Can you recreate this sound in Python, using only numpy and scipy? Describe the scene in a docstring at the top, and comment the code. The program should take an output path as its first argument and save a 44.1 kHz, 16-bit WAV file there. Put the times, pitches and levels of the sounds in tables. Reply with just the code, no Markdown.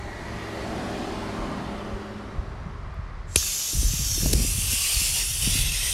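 """Outside an open car trunk, a vehicle swells and fades: roar shaped by distance, engine lines, tyre song.
Handling adds damped low thumps and a lumpy rumble at the microphone. A cut suspension line leaks,
then lets go with a pop of short noise bursts. Compressed air hisses out as turbulent noise that changes
colour with the grip, half whistling in narrow resonances as fingers work the tube."""
import sys
import numpy as np
from scipy import signal
from scipy.fft import rfft, irfft
from scipy.io import wavfile
from scipy.ndimage import uniform_filter1d

SR = 44100
rng = np.random.default_rng(int(sys.argv[2]) if len(sys.argv) > 2 else 0)


def bounce(signal):
    """Save signal as a 16-bit WAV file at the path given by the first command-line argument."""
    frames = np.transpose(np.atleast_2d(signal))
    limited = np.clip(frames, -1, 1)
    pcm = np.round(limited * 32767).astype(np.int16)
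    wavfile.write(sys.argv[1], SR, pcm)


N = 261513
TIME = np.arange(N) / SR
BIN_HZ = np.fft.rfftfreq(1024, 1 / SR)
FRAME_S = np.arange(N // 256 + 5) * 256 / SR

# Vehicle roar, relative spectrum at its nearest: frequency_hz, density_db (per Hz)
ROAR_SPECTRUM = [(15, -35), (25, 0.5), (53, -1.5), (108, -9), (130, -8.5), (200, 2.5), (277, -8.5),
                 (394, -2.5), (476, -10.5), (607, -5.5), (1160, -10.5), (1440, -14.5), (4490, -24),
                 (11000, -37), (16000, -57)]
# Dull street background, relative spectrum: frequency_hz, density_db (per Hz)
STREET_SPECTRUM = [(30, -8), (110, -10), (300, -5.5), (700, -4.5), (1300, -4), (2000, -3.5), (2800, -16),
                   (5000, -19), (7500, -30.5), (11000, -40), (14000, -70)]
# Tyres singing as the vehicle comes and goes: start_s, end_s, pitch_hz, width_hz, level_db
TYRE_SONG = [(-.2, 0.87, 1923, 70, -48.5), (-.2, 1.2, 1800, 300, -50.5), (-.2, 0.82, 2130, 200, -53.5),
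             (-.2, .55, 1070, 170, -61), (1.3, 2.2, 1900, 160, -55), (1.2, 3.6, 1150, 380, -49)]
# Engine lines, each reaching the trunk best from its own angle:
# pitch_hz (at the nearest point), level_db, loudest_s, lasting_s (to 1/e on either side)
ENGINE_LINES = [(64.6, -42, 0.82, 1.3), (105.9, -40.5, 0.78, 1.9), (210, -37.5, 1.78, 0.51),
                (242, -40, 0.93, 0.24), (320.2, -41, 1.13, 0.97), (398, -42.5, 1.47, 0.96),
                (576, -49, 1.27, 1.3), (670, -46.5, 0.82, 0.88), (1070, -47.5, 1.44, 0.28)]
NEAREST_S = 1.082  # when the vehicle is nearest
PASS_S = 1.203  # time it takes to travel as far as its nearest distance
FALL_DB = 60  # treble loss per tenfold distance
# from this time on, while the vehicle is still approaching, the treble tilt grows (dB per octave each second)
DULL_FROM_S, DULL_DB_PER_S = 0.59, 1.2
DOPPLER_SHARE = 0.035  # vehicle speed over the speed of sound

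# Handling thumps: start_s, peak_db (before a common trim), pitch_hz, t60_s
THUMPS = [(1.385, -27.5, 42, 0.3), (1.933, -27, 47.5, 0.15), (2.381, -17, 53, 0.067),
          (2.66, -29.5, 170, 0.092), (2.991, -20.5, 76, 0.036), (3.3603, -15.5, 388, 0.01),
          (3.363, -18, 71.5, 0.071), (3.732, -31.5, 315, 0.028), (3.779, -15.5, 62, 0.1),
          (3.83, -26, 278.4, 0.023), (3.84, -16.5, 41, 0.2), (3.936, -21.5, 147, 0.048),
          (3.995, -26, 146, 0.067), (4.178, -28.5, 322, 0.033), (4.258, -15.5, 247.6, 0.019),
          (4.26, -22.5, 627, 0.011), (4.336, -14, 300, 0.014), (4.343, -14, 57.6, 0.072),
          (4.403, -21, 250, .03), (4.448, -24.5, 260, 0.032), (4.585, -26, 167, 0.039),
          (4.732, -29, 222, 0.036), (4.966, -19, 56, 0.056), (5.015, -30.5, 166, 0.04),
          (5.474, -17.5, 185, 0.028), (5.553, -27.5, 248, 0.035), (5.601, -15.5, 42, 0.095)]
# Bouts of handling: start_s, end_s, rumble_db, rub_db (each before a common trim)
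HANDLING = [(2.325, 3.38, -34.5, -60), (3.726, 3.88, -23.5, -42), (3.967, 4.72, -29.5, -45.5),
            (4.196, 4.42, -28, -32.5), (4.916, 5.95, -33, -58), (5.406, 5.68, -31.5, -43.5)]
# Handling noise, relative spectrum: frequency_hz, density_db (per Hz)
RUMBLE_SPECTRUM = [(12, -36), (20, -14.5), (38, 5.5), (60, -0.5), (108, -6), (144, -8), (183, -12.5),
                   (268, -19.5), (381, -23), (500, -23.5), (620, -31.5), (900, -41.5), (1170, -62),
                   (1980, -120)]
PRESS_S = 0.032  # build-up of a bout
SETTLE_DB_PER_S, RUB_STOP_DB_PER_S = 96, 260  # the rub stops sooner than the rumble

# Sharp spurts and ticks at the tube: start_s, level_db, length_s (to 1/e), centre_hz, spread_octaves
SPURTS = [(2.9423, -59, 0.0021, 10600, 0.5), (3.3575, -20, 0.0016, 2500, 0.9),
          (3.3585, -9, 0.0025, 9500, 0.22), (3.3597, -11.5, 0.0029, 4200, 1.2),
          (3.426, -32, 0.0043, 1500, 0.21), (4.3302, -19, 0.0077, 7000, 1.23),
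          (4.331, -21.5, 0.0063, 5550, 0.034)]
# Air seeping out before the line lets go: time_s, level_db
LEAK_LEVEL = [(3.26, -75), (3.29, -55), (3.355, -40)]
# Leaking air, relative spectrum: frequency_hz, density_db (per Hz)
LEAK_SPECTRUM = [(1500, -28), (3500, -16), (6500, -7), (7200, -7), (7570, 5), (7950, -11), (11500, -18),
                 (12500, -26), (16000, -43)]
RELEASE_S = 3.359  # when the line lets go

# Jet through a narrow slit, relative spectrum: frequency_hz, density_db (per Hz)
SLIT_SPECTRUM = [(530, -62), (900, -37), (1040, -36), (1130, -18), (1510, -21), (1680, -14.5), (1850, -21),
                 (2040, -17), (3040, -6.5), (4920, -7.5), (5750, -1.5), (7060, 0.5), (8250, -9),
                 (11600, -5), (16000, -24)]
# Jet with the cut gaping, relative spectrum: frequency_hz, density_db (per Hz)
OPEN_SPECTRUM = [(530, -25), (900, -22), (1170, -15), (1320, -25), (1390, -21.5), (1790, -18.5),
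                 (1920, -18), (2660, -2.5), (3550, -8.5), (3820, -10), (5410, 0), (6720, -0.5), (8660, 0.5),
                 (11700, -4), (16000, -21)]
# Jet with a hand cupped round it, relative spectrum: frequency_hz, density_db (per Hz)
CUPPED_SPECTRUM = [(530, -31), (900, -26), (1040, -20), (1250, -42), (1370, -18), (1660, -25), (2040, -2),
                   (2250, -13.5), (2660, -7.5), (4360, -8), (5610, 1), (6640, -1), (9090, 1), (13200, -6),
                   (16000, -24)]
# Shape of the cut: time_s, grip (0 slit, 1 gaping, 2 cupped; no unit)
GRIP = [(4.1, 0.12), (4.45, 0.86), (5.3, 1.38), (5.48, 1.45), (5.7, 1.73)]
# Jet strength as fingers cover and free the cut: time_s, hiss_db (before a common trim)
FLOW = [(3.385, -27), (3.771, -31.5), (4.225, -30), (4.31, -33), (4.36, -33), (4.412, -33.5),
        (4.672, -32.5), (4.716, -29.5), (5.072, -28), (5.12, -32.5), (5.168, -28), (5.306, -35),
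        (5.41, -34.5), (5.428, -31.5), (5.588, -29.5), (5.636, -32.5), (5.92, -31)]
# One row each for slit, gaping and cupped, against the hiss: hollow_db (low part),
# sizzle_db (top, at the usual flow)
BALANCES = [(-9.5, -4.5), (-3, 1.7), (0.5, -2.5)]
# Peaks and notches of the wheel well round the jet (a cupped hand deepens them):
# centre_hz, width_hz (two standard deviations), gain_db
WHEEL_WELL = [(2400, 200, -0.5), (3600, 130, 2.5), (4130, 480, -1.5), (4550, 180, 2), (6660, 420, -3),
              (7160, 140, -3.5), (7790, 450, -3), (8600, 200, 3), (10100, 200, -1), (11520, 220, 4),
              (12450, 250, 0), (13900, 300, 3)]
USUAL_FLOW_DB, SIZZLE_FOLLOWS = -30, 0.64  # the top sizzle follows the flow only in part

# Half whistles where a fingertip splits the jet: start_s, length_s, pitch_hz, level_db (before a common trim)
WHISTLES = [(3.7, .18, 9000, -39), (3.88, 0.14, 6300, -37), (3.99, 0.33, 5620, -35),
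            (4.15, .16, 12000, -43), (4.329, 0.69, 10270, -40.5), (4.69, 0.089, 9500, -33),
            (4.4, 0.82, 2760, -40.5), (4.86, 0.33, 4400, -39), (4.967, 0.27, 9900, -34.5),
            (5.203, .3, 10100, -35.5), (5.399, 0.15, 9700, -33), (5.53, 0.12, 10200, -31.5),
            (5.432, 0.31, 3450, -37.5), (5.42, .58, 2600, -42), (5.801, 0.19, 9300, -34)]
WHISTLE_WIDTH_HZ = 190
SKIRT_FROM_HZ, SKIRT_OCTAVES, SKIRT_DB = 7500, 0.47, -0.5  # broad sizzle round the high whistles only
EDGE_HZ = 15800  # upper band limit


def gain_of(db):
    """Logarithmic level: decibels become an amplitude factor."""
    return 10 ** (np.asarray(db) / 20)


def evened(x):
    """Normalisation by mean power: the rms becomes 1."""
    return x / np.sqrt(np.mean(x ** 2) + 1e-20)


def read(points, hz):
    """Spectral interpolation: dB along a log-frequency axis."""
    f, db = np.transpose(points)
    return np.interp(np.log(hz + 1), np.log(f + 1), db)


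def follow(rows, t):
    """Linear interpolation of each column of a time curve at the times t."""
    s, *columns = np.transpose(rows)
    return [np.interp(t, s, c) for c in columns]


def add(mix, s, sound):
    """Superposition at time s of a sound that may already be under way at time zero."""
    start = round(s * SR)
    sound = sound[max(-start, 0):]
    part = mix[max(start, 0):][:len(sound)]
    part += sound[:len(part)]


def above(hz, corner_hz, order=8):
    """Crossover: the share of power passed above the corner."""
    return 1 / (1 + (corner_hz / (hz + 1)) ** order)


def noise(shape):
    """Filtered noise: steady, of rms 1, with the gain shape(Hz)."""
    spectrum = rfft(rng.standard_normal(N))
    return evened(irfft(spectrum * shape(np.fft.rfftfreq(N, 1 / SR)), N))


def moving_noise(power):
    """Short-time synthesis: noise of given power in each frame and bin."""
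    z = rng.standard_normal(power.shape) + 1j * rng.standard_normal(power.shape)
    x = signal.istft((z * np.sqrt(power)).T, nperseg=1024, noverlap=768)[1][:N]
    return x * np.sqrt(3 / 2)  # makes up for overlapping independent frames


def band_power(power, lo_hz, hi_hz):
    """Band integration: the power of each frame between two frequencies."""
    band = above(BIN_HZ, lo_hz, order=30) * (1 - above(BIN_HZ, hi_hz, order=30))
    return (power * band).sum(1, keepdims=True)


def patches(size):
    """Local averaging: a random field of rms 1, smoothed over size (frames, bins)."""
    field = rng.standard_normal((len(FRAME_S), len(BIN_HZ)))
    over_time = uniform_filter1d(field, size[0], axis=0)
    return evened(uniform_filter1d(over_time, size[1], axis=1))


def fuzzy_tones(rows):
    """Resonance: noise in narrow bands that swell and sink back."""
    out = np.zeros(N)
    for start, end, hz, width_hz, db in rows:
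        size = max(round((end - start) * SR), 512)
        # half amplitude at 0.69 of the width on either side
        off = (np.fft.rfftfreq(size, 1 / SR) - hz) / (0.69 * width_hz)
        tone = evened(irfft(rfft(rng.standard_normal(N)[:size]) / (1 + off ** 2), size))
        add(out, start, gain_of(db) * tone * signal.windows.tukey(size, 0.5))
    return out


def traffic(patchy_db=2.0, bass_share=0.15, near_db=-33.5, street_db=-50):
    """Distance loss: a roar over the street and tyre song, its treble falling most and its bass least."""
    t = FRAME_S[:, None]
    distance_db = -FALL_DB * np.log10(np.hypot(1, (t - NEAREST_S) / PASS_S))
    tilt_db = -DULL_DB_PER_S * np.maximum(t - DULL_FROM_S, 0)
    octaves = np.log2(1 + BIN_HZ / 1800)
    reach = bass_share + (1 - bass_share) * above(BIN_HZ, 133, order=4)  # share of the loss per bin
    field_db = near_db + reach * distance_db + tilt_db * octaves + patchy_db * patches(size=(40, 3))
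    power = gain_of(read(ROAR_SPECTRUM, BIN_HZ))[None] ** 2
    roar = moving_noise(power / band_power(power, 197, 2400) * gain_of(field_db) ** 2)
    street = gain_of(street_db) * noise(lambda f: gain_of(read(STREET_SPECTRUM, f)))
    return roar + street + fuzzy_tones(TYRE_SONG)


def engine(throb_db=1.5):
    """Doppler effect: wavering engine lines sink in pitch as the vehicle goes by."""
    since = TIME - NEAREST_S
    pitch = 1 - DOPPLER_SHARE * since / np.hypot(since, PASS_S)
    out = np.zeros(N)
    for hz, db, loudest, lasting in ENGINE_LINES:
        drift = noise(lambda f: 1 - above(f, 7.5))
        turns = np.cumsum(hz * pitch * (1 + 0.004 * drift)) / SR
        swell = np.exp(-((TIME - loudest) / lasting) ** 4)
        throb = gain_of(db + throb_db * drift[::-1])  # the reversed drift wavers the level
        out += swell * throb * np.sin(2 * np.pi * turns)
    return out


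def thumps(thump_db=1):
    """Damped oscillation: each knock is a soft push that swings and dies away."""
    out, t = np.zeros(N), np.arange(SR // 2) / SR
    for s, db, hz, t60 in THUMPS:
        push = 1 - np.exp(-t * hz / 0.2)
        swing = np.sin(2 * np.pi * hz * t) * push * gain_of(-60 * t / t60)
        add(out, s, -gain_of(db + thump_db) * swing / abs(swing).max())
    return out


def bout(start, end, fall_db_per_s):
    """Envelope of one handling bout: linear growth, a hold, then exponential decay."""
    return np.clip((TIME - start) / PRESS_S, 0, 1) * gain_of(-fall_db_per_s * np.maximum(TIME - end, 0))


def rumble(rumble_db=-1, rub_db=-1, lumpy_db=3):
    """Frictional noise: deep handling rumble, with an uneven rub on top when the grip slips."""
    weight = sum(gain_of(db) * bout(start, end, SETTLE_DB_PER_S) for start, end, db, _ in HANDLING)
    slip = sum(gain_of(db) * bout(start, end, RUB_STOP_DB_PER_S) for start, end, _, db in HANDLING)
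    deep = noise(lambda f: gain_of(read(RUMBLE_SPECTRUM, f)) * np.sqrt(1 - above(f, 146)))
    # level out chance swells, so that the hands set them
    deep = deep / np.sqrt(uniform_filter1d(deep ** 2, size=2500) + 0.023)
    rub = noise(lambda f: gain_of(read(RUMBLE_SPECTRUM, f)) * np.sqrt(above(f, 130)))
    lumps = noise(lambda f: 1 - above(f, 50))
    rub = evened(rub * gain_of(lumpy_db * lumps))
    return gain_of(rumble_db) * weight * deep + gain_of(rub_db) * slip * rub


def spurts(tail_db=-20, tail_t60=0.099, top_hz=12000, rise_s=0.00025):
    """Impulsive release: milliseconds of air at full pressure, then the short ring of the trunk."""
    out, t = np.zeros(N), np.arange(8192) / SR
    f = np.fft.rfftfreq(len(t), 1 / SR) + 1
    for s, db, length, hz, spread in SPURTS:
        band = np.exp(-0.5 * (np.log2(f / hz) / spread) ** 2)
        colour = band * np.sqrt(1 - above(f, top_hz, order=20))
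        air = evened(irfft(rfft(rng.standard_normal(len(t))) * colour))
        ring = gain_of(tail_db - 60 * t / tail_t60)
        shape = (1 - np.exp(-t / rise_s)) * (np.exp(-(t / length) ** 4) + ring)
        add(out, s, gain_of(db) * air * shape)
    return out


def leak():
    """Flow noise through a small gap: a thin whistling hiss grows as the seal gives."""
    level_db, = follow(LEAK_LEVEL, TIME)
    hiss = noise(lambda f: gain_of(read(LEAK_SPECTRUM, f)))
    return (TIME > LEAK_LEVEL[0][0]) * gain_of(level_db) * hiss


def jet(patchy_db=2.03, sputter_db=0.55, jet_db=-0.74, breadth_db=-24, cupping=0.44):
    """Turbulence: jet noise coloured by the cut and rippled by reflections from hands and trunk."""
    level_db, = follow(FLOW, FRAME_S[:, None])
    grip = np.clip(follow(GRIP, FRAME_S[:, None])[0], 0, 2)
    hollow_db, sizzle_db = (np.interp(grip, range(len(BALANCES)), c) for c in np.transpose(BALANCES))
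    sizzle_db = sizzle_db - (1 - SIZZLE_FOLLOWS) * (level_db - USUAL_FLOW_DB)

    # crossfade between neighbouring grips
    spectra = [SLIT_SPECTRUM, OPEN_SPECTRUM, CUPPED_SPECTRUM]
    colour_db = sum(np.maximum(1 - abs(grip - k), 0) * read(c, BIN_HZ) for k, c in enumerate(spectra))
    well_db = sum(db * np.exp(-(2 * (BIN_HZ - hz) / width) ** 2 / 2) for hz, width, db in WHEEL_WELL)
    well_db = well_db * (1 + cupping * np.maximum(grip - 1, 0))  # a cupped hand deepens the resonances
    breadth = gain_of(breadth_db) ** 2 * (1 - above(BIN_HZ, 940, order=4))
    power = gain_of(colour_db + well_db) ** 2 + breadth

    # set the balance of three bands, which shifts with grip and flow
    low, top = 1 - above(BIN_HZ, 4170, order=16), above(BIN_HZ, 8000, order=24)
    hollow = low * gain_of(hollow_db) ** 2 / band_power(power, 1700, 4520)
    hiss = (1 - low) * (1 - top) / band_power(power, 4400, 7700)
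    sizzle = top * gain_of(sizzle_db) ** 2 / band_power(power, 7300, 16000)
    power = power * (hollow + hiss + sizzle)

    ripple_db = 1.4 * patches(size=(60, 3))
    texture_db = ripple_db + patchy_db * patches(size=(12, 7))
    sputter = noise(lambda f: 1 - above(f, 70, order=2))
    air = moving_noise(power * gain_of(level_db + jet_db + texture_db) ** 2)
    return air * gain_of(sputter_db * sputter)


def whistles():
    """Edge tones as narrow resonances; the high ones sit in a broad skirt of sizzle."""
    cores = [(s, s + length, hz, WHISTLE_WIDTH_HZ, db) for s, length, hz, db in WHISTLES]
    skirts = [(start, end, hz, hz * (2 ** SKIRT_OCTAVES - 1), db + SKIRT_DB)
              for start, end, hz, _, db in cores if hz > SKIRT_FROM_HZ]
    return fuzzy_tones(cores + skirts)


def scene(whistle_db=-1):
    """Superposition at one microphone: the leak turns into the full jet within 1.9 ms."""
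    flowing = np.clip((TIME - RELEASE_S) / 0.0019, 0, 1)
    full_jet = jet() + gain_of(whistle_db) * whistles()
    air = (1 - flowing) * leak() + flowing * full_jet + spurts()
    mono = traffic() + engine() + thumps() + rumble() + air
    return np.array([mono, mono])


def record(dry):
    """Transducer limits: the deepest bass is shed, loud peaks are rounded, then the band is limited."""
    thinned = signal.sosfilt(signal.butter(2, 22, "high", fs=SR, output="sos"), dry)
    rounded = thinned / (1 + (thinned / 0.8) ** 6) ** (1 / 6)
    band_limit = signal.firwin(511, EDGE_HZ, window=("kaiser", 9), fs=SR)
    return signal.oaconvolve(rounded, band_limit[None], "same")


dry = scene()
out = record(dry)
bounce(out)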